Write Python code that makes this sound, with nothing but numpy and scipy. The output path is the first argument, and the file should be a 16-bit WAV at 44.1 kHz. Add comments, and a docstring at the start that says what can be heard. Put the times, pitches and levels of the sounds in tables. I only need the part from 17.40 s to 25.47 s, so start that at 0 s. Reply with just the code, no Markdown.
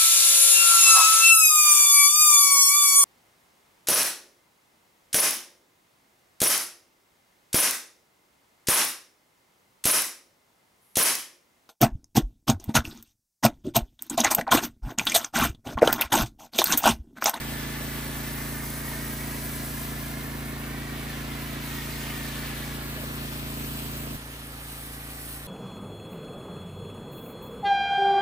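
"""Pressure washer and foam cannon

A petrol pressure washer thuds steadily, built as harmonics of its firing rate under a clatter of shaped noise.
A foam cannon sprays a car on an asphalt drive: a rush of noise, combed by bounces off ground and car, sweeps
as the gun moves. Foam patters and fizzes as noise with random impacts, and shoes scuff as short bursts.
Near the end the listening point jumps from behind the car to beside it, where the car shields the engine."""
import sys
import numpy as np
from scipy import signal
from scipy.fft import rfft, irfft, next_fast_len
from scipy.io import wavfile
from scipy.ndimage import map_coordinates

SR = 44100
rng = np.random.default_rng(int(sys.argv[2]) if len(sys.argv) > 2 else 0)


def waveform_to_disk(signal):
    """Save audio, clipped to [-1, 1], as 16-bit WAV at the path in sys.argv[1]."""
    frames = np.transpose(np.atleast_2d(signal))
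    scaled = np.clip(frames, -1, 1) * 32767
    samples = np.round(scaled).astype(np.int16)
    wavfile.write(sys.argv[1], SR, samples)


N = 355887
TIME = np.arange(N) / SR
JUMP_S = 6.765  # the listening point moves from behind the car to beside it

# one-cylinder four-stroke engine: firings per second
FIRING_HZ = 27.939
# the governor hunts: size of the slow drift (cycles) and its random knots per second
HUNT_CYCLES, HUNT_RATE = 0.009, 4
JITTER_CYCLES = 0.0009  # each firing also comes a little early or late
# the bark varies from firing to firing: spread (dB), reached in full above (Hz)
UNEVEN_DB, UNEVEN_HZ = 0.9, 240
TRAP_HZ = 100  # tuning of the muffler's side chamber
# each firing kicks the pump: moment in the cycle, briefness, kick of the spray and of the clatter (dB)
KICK_AT, KICK_SHARPNESS, SPRAY_KICK_DB, CLATTER_KICK_DB = .52, 3.5, .75, 2.0

# strength of the bounces: off the ground behind and beside the car, and off the car (gain)
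GROUND_SHARE, GROUND_SHARE_BESIDE, CAR_SHARE = .56, .7, .18
# the hand on the gun is unsteady: spread of the ground's and the car's bounce delay (ms)
TREMBLE_MS, CAR_TREMBLE_MS = 0.018, 0.06
# beside the car the gun comes steadily nearer: bounce delay at first (ms) and its growth (ms per s)
BESIDE_BOUNCE_MS, APPROACH_MS_PER_S = 2.146, 0.48
NOZZLE_BESIDE_DB, APPROACH_DB_PER_S = -51.8, 2.2  # level at first, growing as the gun comes nearer
# the foam head's resonance wanders with the flow: spread (Hz), random knots per second
WANDER_HZ, WANDER_RATE = 22, 3
# the gun swings round once and lifts the resonance: middle (s), half length (s), lift (Hz), shift at rest (Hz)
TURN_S, TURN_HALF_S, TURN_HZ, REST_HZ = 4.35, .45, 125.06, -10
# the person spraying steps in front of the gun: start (s), time to cover it (s)
SHADOW_S, SHADOW_RISE_S = 4.9, 1

PATTER_DB, PATTER_BESIDE_DB = 3.5, -47.5  # gain on the patter curve; steady level beside the car
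SWEEP_DB, FIZZ_DB = 3, 2.0  # gain on the sweep curve behind the car; further gain on the fizz alone
# the hiss relative to the sweep, behind and beside the car (dB), and its loss behind the person (dB)
HISS_DB, HISS_BESIDE_DB, HISS_SHADOW_DB = -7.5, -12, 6.5
TOP_HZ = 15850  # upper band limit of the whole sound


def amp(db):
    """Decibels to gain."""
    return 10 ** (np.asarray(db) / 20)


def unit(x):
    """Scale to rms 1."""
    return x / np.sqrt(np.mean(x ** 2) + 1e-20)


def curves(rows):
    """One value per sample for each column after the time."""
    s, *cols = np.transpose(rows)
    return [np.interp(TIME, s, c) for c in cols]


def wobble(rate):
    """A smooth random curve, rate knots a second."""
    coarse = TIME[::16]
    knots = rng.standard_normal(int(N * rate / SR) + 4)
    return np.interp(TIME, coarse, map_coordinates(knots, [coarse * rate], mode="nearest"))


def filtered(x, response):
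    """x times a complex response of frequency."""
    size = next_fast_len(N + SR // 2)
    spectrum = rfft(x, size) * response(np.fft.rfftfreq(size, 1 / SR))
    return irfft(spectrum, size)[..., :N]


def coloured(x, spectrum):
    """x shaped by (frequency [Hz], level [dB]) points on a log axis, at rms 1."""
    f, db = np.transpose(spectrum)
    return unit(filtered(x, lambda hz: amp(np.interp(np.log(hz + 1), np.log(f), db))))


def delayed(x, ms):
    """x heard later by a delay that may move."""
    return map_coordinates(x, [(TIME - ms / 1000) * SR], mode="mirror")


def placed(x, lag_ms, left_db):
    """A source at both ears: the left one lags and differs in level."""
    left = delayed(x, lag_ms / 2) * amp(left_db / 2)
    right = delayed(x, -lag_ms / 2) * amp(-left_db / 2)
    return np.array([left, right])


def outdoors(x, lag_ms, left_db, scatter_db):
    """A broad noise plus its scatter from trees and walls, unrelated at the two ears."""
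    return placed(x, lag_ms, left_db) + amp(scatter_db) * rng.standard_normal((2, N))


def droplets(rate, spread_db):
    """Tiny impacts at random moments, a few much larger than the rest."""
    hit = rng.random(N) < rate / SR
    size_db = spread_db * np.minimum(rng.exponential(size=N), 4)
    return unit(hit * rng.standard_normal(N) * amp(size_db))


def patchy(x, depth_db, width_hz, length_s):
    """x with each region of pitch fluttering on its own."""
    z = signal.stft(x, nperseg=512)[2]
    steps = np.array([SR / 512 / width_hz, 256 / SR / length_s])[:, None, None]
    cells = np.indices(z.shape) * steps
    field = map_coordinates(rng.standard_normal(z.shape), cells, mode="mirror")
    return unit(signal.istft(z * amp(depth_db * field), nperseg=512)[1][:N])


def throb(cycle, at, depth_db):
    """A gain that kicks briefly once in each engine cycle."""
    return amp(depth_db * np.exp(KICK_SHARPNESS * (np.cos(2 * np.pi * (cycle - at)) - 1)))


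def jump(behind, beside):
    """Behind the car first, then beside it, with a 5 ms crossfade."""
    moved = np.clip((TIME - JUMP_S) * 200, 0, 1)
    return behind * (1 - moved) + beside * moved


def exhaust(cycle, note, ring, muffler_hz, echo, echo_s, trap_width_hz):
    """Puffs summed from harmonics; muffler, side chamber and a wall's echo set their phases, hence the shape."""
    # level of the upper tones: (time [s], level [dB])
    bark = [(1.05, .5), (1.35, 0.5), (1.65, 0), (3.5, 0.4), (5.45, -0.8), (5.95, -0.5), (6.25, 0),
            (6.76, -0.2)]
    bark_db = curves(bark)[0] + UNEVEN_DB * wobble(FIRING_HZ)
    puffs = 0
    for order, db in note:
        hz = order * FIRING_HZ
        muffler = ring * np.arctan(hz / muffler_hz)
        chamber = np.arctan(trap_width_hz * hz / (TRAP_HZ ** 2 - hz ** 2))
        echoed = np.angle(1 + echo * np.exp(-2j * np.pi * hz * echo_s))
        upper = min(hz / UNEVEN_HZ, 1) ** 2
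        tone = np.cos(2 * np.pi * order * cycle - (muffler + chamber) + echoed)
        puffs = puffs + amp(db + upper * bark_db) * tone
    return unit(puffs)


def engine(cycle):
    """Exhaust puffs and the noisy clatter of valves, fan and pump, from the open side, then the shielded one."""
    # exhaust note behind and beside the car: (multiple of the firing rate, relative level [dB])
    note_behind = [(1, -28), (2, 1), (3, -10), (4, -6.5), (5, 2), (6, -10.5), (7, -11), (8, -1), (9, -5.5),
                   (10, -3), (11, -8.5), (13, -10), (14, -15), (15, -14), (16, -21), (17, -15), (19, -22.5),
                   (20, -21.5), (22, -17.5), (24, -21), (25, -21.5), (36, -16.5)]
    note_beside = [(1, -21), (2, 5), (3, -8), (4, -4), (5, 2.5), (6, -10), (7, -14), (8, -6), (9, -4),
                   (10, -4), (11, -5.5), (13, -16), (14, -10), (15, -18), (16, -25), (17, -12.5), (19, -18),
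                   (20, -14), (23, -18)]
    # colour of the mechanical noise: (frequency [Hz], relative level [dB per Hz])
    clatter_colour = [(20, -13), (60, -2), (130, -6), (240, -1), (335, -2.5), (480, -6), (650, -2),
                      (820, -6.5), (1000, -4), (1300, -4.5), (1700, -5), (4000, -24), (8000, -50)]
    open_note = exhaust(cycle - .367, note_behind, ring=19.35, muffler_hz=107,
                        echo=.72, echo_s=.02595, trap_width_hz=24)
    shielded_note = exhaust(cycle - .757, note_beside, ring=5.2, muffler_hz=251,
                            echo=.75, echo_s=.01979, trap_width_hz=0)
    firing = amp(0.077 * wobble(28))  # strength varies from firing to firing
    clatter = outdoors(rng.standard_normal(N), lag_ms=0.23, left_db=-3.5, scatter_db=-7)
    clatter = coloured(clatter, clatter_colour) * throb(cycle, KICK_AT, CLATTER_KICK_DB)
    behind = amp(-35.5) * placed(open_note * firing, lag_ms=0.35, left_db=-.5) + amp(-44.0) * clatter
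    beside = amp(-42.5) * placed(shielded_note * firing, lag_ms=0.036, left_db=0.0) + amp(-49.5) * clatter
    return jump(behind, beside)


def ground_bounce():
    """Delay in ms of the nozzle's reflection from the asphalt, longer when the gun is nearer."""
    # path of the gun behind the car: (time [s], delay [ms])
    bounce = [(0, 3.45), (.8, 3.44), (1.35, 3.26), (2.0, 3.05), (2.95, 2.82), (3.45, 2.58), (4.0, 2.92),
              (4.2, 3.15), (4.8, 3.34), (5.35, 3.6), (5.75, 3.5), (6.25, 3.04)]
    return jump(curves(bounce)[0], BESIDE_BOUNCE_MS + APPROACH_MS_PER_S * (TIME - JUMP_S))


def nozzle(lag_ms):
    """The jet's resonant noise meets its own bounces off ground and car, which comb it into gliding strands."""
    # the gun backs away from the car's tail and closes in again: (time [s], delay [ms])
    car_bounce = [(0, 2.2), (.5, 2.4), (1.15, 5.05), (2.1, 4.8), (2.9, 5.2), (3.5, 5.0), (4.15, 2.3),
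                  (4.45, 2.2), (4.75, 1.7)]
    # the rush as the gun moves and turns behind the car: (time [s], level [dB])
    rush_level = [(0, -42), (.8, -42.5), (1.25, -42.5), (1.7, -43), (2.6, -44.8), (3.2, -44.5), (3.9, -44),
                  (4.3, -43.5), (5.2, -44), (5.45, -45.5), (5.75, -46.5), (6.1, -58)]
    # colour of the rush behind the car, and broader beside it: (frequency [Hz], relative level [dB per Hz])
    colour_behind = [(300, -23), (700, -4), (1030, -4.5), (1400, -4.5), (1560, -3), (1700, 2), (1950, 0),
                     (2280, -2.3), (2520, -8.3), (4000, -21.5), (8000, -39)]
    colour_beside = [(300, -15), (700, -1.5), (1030, -5), (1300, -1), (1550, -2), (1900, 1), (2350, -9),
                     (2800, -16), (4000, -19), (8000, -38)]
    ground_ms = ground_bounce() + TREMBLE_MS * wobble(9)
    car_ms = curves(car_bounce)[0] + CAR_TREMBLE_MS * wobble(5)

    # behind the car the whole rush is shifted in frequency, so its resonance wanders
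    turn = np.exp(-((TIME - TURN_S) / TURN_HALF_S) ** 2)
    shift_hz = REST_HZ + TURN_HZ * turn + WANDER_HZ * wobble(WANDER_RATE)
    shift = np.exp(2j * np.pi * np.cumsum(shift_hz) / SR)
    rush = patchy(rng.standard_normal(N), depth_db=1.7, width_hz=130, length_s=.05)
    rush = coloured(rush, colour_behind)
    shifted = np.real(signal.hilbert(rush, next_fast_len(N))[:N] * shift)
    jet = jump(shifted, coloured(rng.standard_normal(N), colour_beside))

    off_ground = jump(GROUND_SHARE, GROUND_SHARE_BESIDE) * delayed(jet, ground_ms)
    off_car = jump(CAR_SHARE, 0) * delayed(jet, car_ms)
    combed = unit(jet + off_ground + off_car)
    scatter = amp(-14) * coloured(rng.standard_normal((2, N)), colour_behind)
    level_db = jump(curves(rush_level)[0], NOZZLE_BESIDE_DB + APPROACH_DB_PER_S * (TIME - JUMP_S))
    ears = unit(placed(combed, lag_ms + 0.0099, left_db=-1.5) + scatter)
    return ears * amp(level_db + 0.26 * wobble(8.6))


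def panels(lag_ms, left_db):
    """Foam strikes the bodywork as a dense, fluttering patter of noise and random impacts."""
    # colour of the struck panels: (frequency [Hz], relative level [dB per Hz])
    panel_colour = [(500, -20), (1400, -5), (2200, -2), (2900, -1.5), (4200, -3.5), (5500, -9.5),
                    (7200, -12), (8200, -13.5), (9500, -53)]
    patter = unit(rng.standard_normal(N) + amp(-3.5) * droplets(rate=2200, spread_db=3.5))
    ears = outdoors(patter, lag_ms, left_db, scatter_db=3)
    ears = [patchy(ear, depth_db=1.8, width_hz=700, length_s=.05) for ear in ears]
    return coloured(np.array(ears), panel_colour) * amp(0.55 * wobble(36))


def fizz():
    """Foam tears into mist and bursting bubbles, in quick spurts; the car's body shades its highest part."""
    # colour of the mist: (frequency [Hz], relative level [dB per Hz])
    fizz_colour = [(6000, -41), (7400, -8.5), (8200, -2.5), (9500, 0), (11000, 0.5), (12500, -5),
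                   (14000, 3.5), (15400, 5), (16000, -1.5)]
    # boost or cut around 11 kHz behind the car: (time [s], level [dB])
    middle_level = [(0, -2), (.8, 1), (1.7, 1.5), (3.2, 0.5), (4, 1.8), (5.3, 0.3), (6.4, -2)]
    # the right channel's fizz is the left's, turned in phase: (frequency [Hz], left channel's lead [radians])
    phase_lead = [(8100, 0), (15700, -15.9)]
    mist = rng.standard_normal(N) + amp(-9) * droplets(rate=4000, spread_db=5.0)
    mist = coloured(patchy(mist, depth_db=1.0, width_hz=1500, length_s=.04), fizz_colour)
    middle = filtered(mist, lambda hz: (hz > 9600) & (hz < 12600))
    behind = mist + (amp(curves(middle_level)[0]) - 1) * middle
    beside = coloured(mist, [(7500, 1.0), (9000, 6.0), (11000, 4.5), (14500, 1.0)])
    spurts_db = .15 * wobble(10) + .5 * wobble(28) + .3 * wobble(70)
    left = jump(behind, beside) * amp(spurts_db)
    right = filtered(left, lambda hz: np.exp(-1j * np.interp(hz, *np.transpose(phase_lead))))
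    return np.array([left, right])


def covered():
    """How far the person's body hides the gun, 0 to 1."""
    return np.clip((TIME - SHADOW_S) / SHADOW_RISE_S, 0, 1)


def hiss(lag_ms):
    """The fan of spray cuts through the air as flickering, coloured noise."""
    # colour of the spray in the air: (frequency [Hz], relative level [dB per Hz])
    hiss_colour = [(2000, -20), (4000, 0), (5500, 0.5), (6500, 1), (7400, -5), (8200, -0.5), (9500, -44)]
    air = outdoors(rng.standard_normal(N), lag_ms, left_db=1.5, scatter_db=-3.0)
    return coloured(air, hiss_colour) * amp(0.7 * wobble(26))


def shoes():
    """Shoes scuff the wet ground in short dull bursts of noise that swell and fade."""
    # each scuff: (time [s], half length [s], level [dB])
    scuffs = [(5.578, 0.015, -42.5), (5.613, 0.012, -48), (5.641, 0.005, -38)]
    strokes = sum(amp(db) * np.exp(-((TIME - s) / half_s) ** 2) for s, half_s, db in scuffs)
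    dull = [(250, -25), (380, -2), (650, 0), (800, -18), (2500, -45)]
    return strokes * coloured(rng.standard_normal(N), dull)


def scene():
    """The engine drives the pump, so the whole spray pulses slightly with each firing."""
    # foam striking the bodywork behind the car, ahead of its gain: (time [s], level [dB])
    patter_level = [(0.05, -45.5), (0.98, -48.5), (1.2, -54.5), (1.52, -50), (2.3, -50), (3.05, -51.5),
                    (3.7, -47), (4.05, -47.5), (4.4, -45.5), (5.17, -44.5), (5.38, -47.5), (6.55, -46),
                    (6.76, -49)]
    # the fan of spray sweeps to and fro, behind and beside the car, ahead of gains: (time [s], level [dB])
    sweep_behind = [(0, -43.5), (.3, -44.5), (.45, -44.5), (1.0, -43), (2.45, -42.5), (2.65, -45),
                    (3.0, -47.3), (3.45, -49.3), (3.75, -48), (4.2, -48.5), (4.33, -44.5), (4.95, -45.5),
                    (5.25, -46.5), (6.13, -44.5), (6.2, -43), (6.45, -43), (6.75, -45)]
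    sweep_beside = [(6.8, -48.5), (7.22, -46.5), (7.32, -43), (7.6, -45), (7.75, -44.5), (7.92, -42.5),
                    (7.96, -42), (8.03, -47.5)]
    # bearing of the spray: (time [s], lag of the left ear [ms], left minus right on the panels [dB])
    bearing = [(0, -0.048, 9), (3.2, 0.032, 7), (5.2, -0.032, 8), (5.7, 0.17, 13.5), (6.75, 0.12, 7),
               (6.8, 0.15, 0)]
    drift = HUNT_CYCLES * wobble(HUNT_RATE) + JITTER_CYCLES * wobble(FIRING_HZ)
    cycle = FIRING_HZ * TIME + drift
    panels_db = jump(curves(patter_level)[0] + PATTER_DB, PATTER_BESIDE_DB)
    sweep_db = jump(curves(sweep_behind)[0] + SWEEP_DB, curves(sweep_beside)[0])
    hiss_db = sweep_db + jump(HISS_DB - HISS_SHADOW_DB * covered(), HISS_BESIDE_DB)
    lag_ms, left_db = curves(bearing)
    spray = nozzle(lag_ms) + amp(panels_db) * panels(lag_ms, left_db)
    spray = spray + amp(sweep_db + FIZZ_DB) * fizz() + amp(hiss_db) * hiss(lag_ms)
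    return engine(cycle) + spray * throb(cycle, KICK_AT, SPRAY_KICK_DB) + shoes()


def record(dry):
    """Both channels share the deep bass, and nothing passes above the band limit."""
    mid, side = (dry[0] + dry[1]) / 2, (dry[0] - dry[1]) / 2
    side = filtered(side, lambda hz: 1 - 1 / (1 + (hz / 85) ** 4))
    return filtered(np.array([mid + side, mid - side]), lambda hz: hz < TOP_HZ)


dry = scene()
out = record(dry)
waveform_to_disk(out)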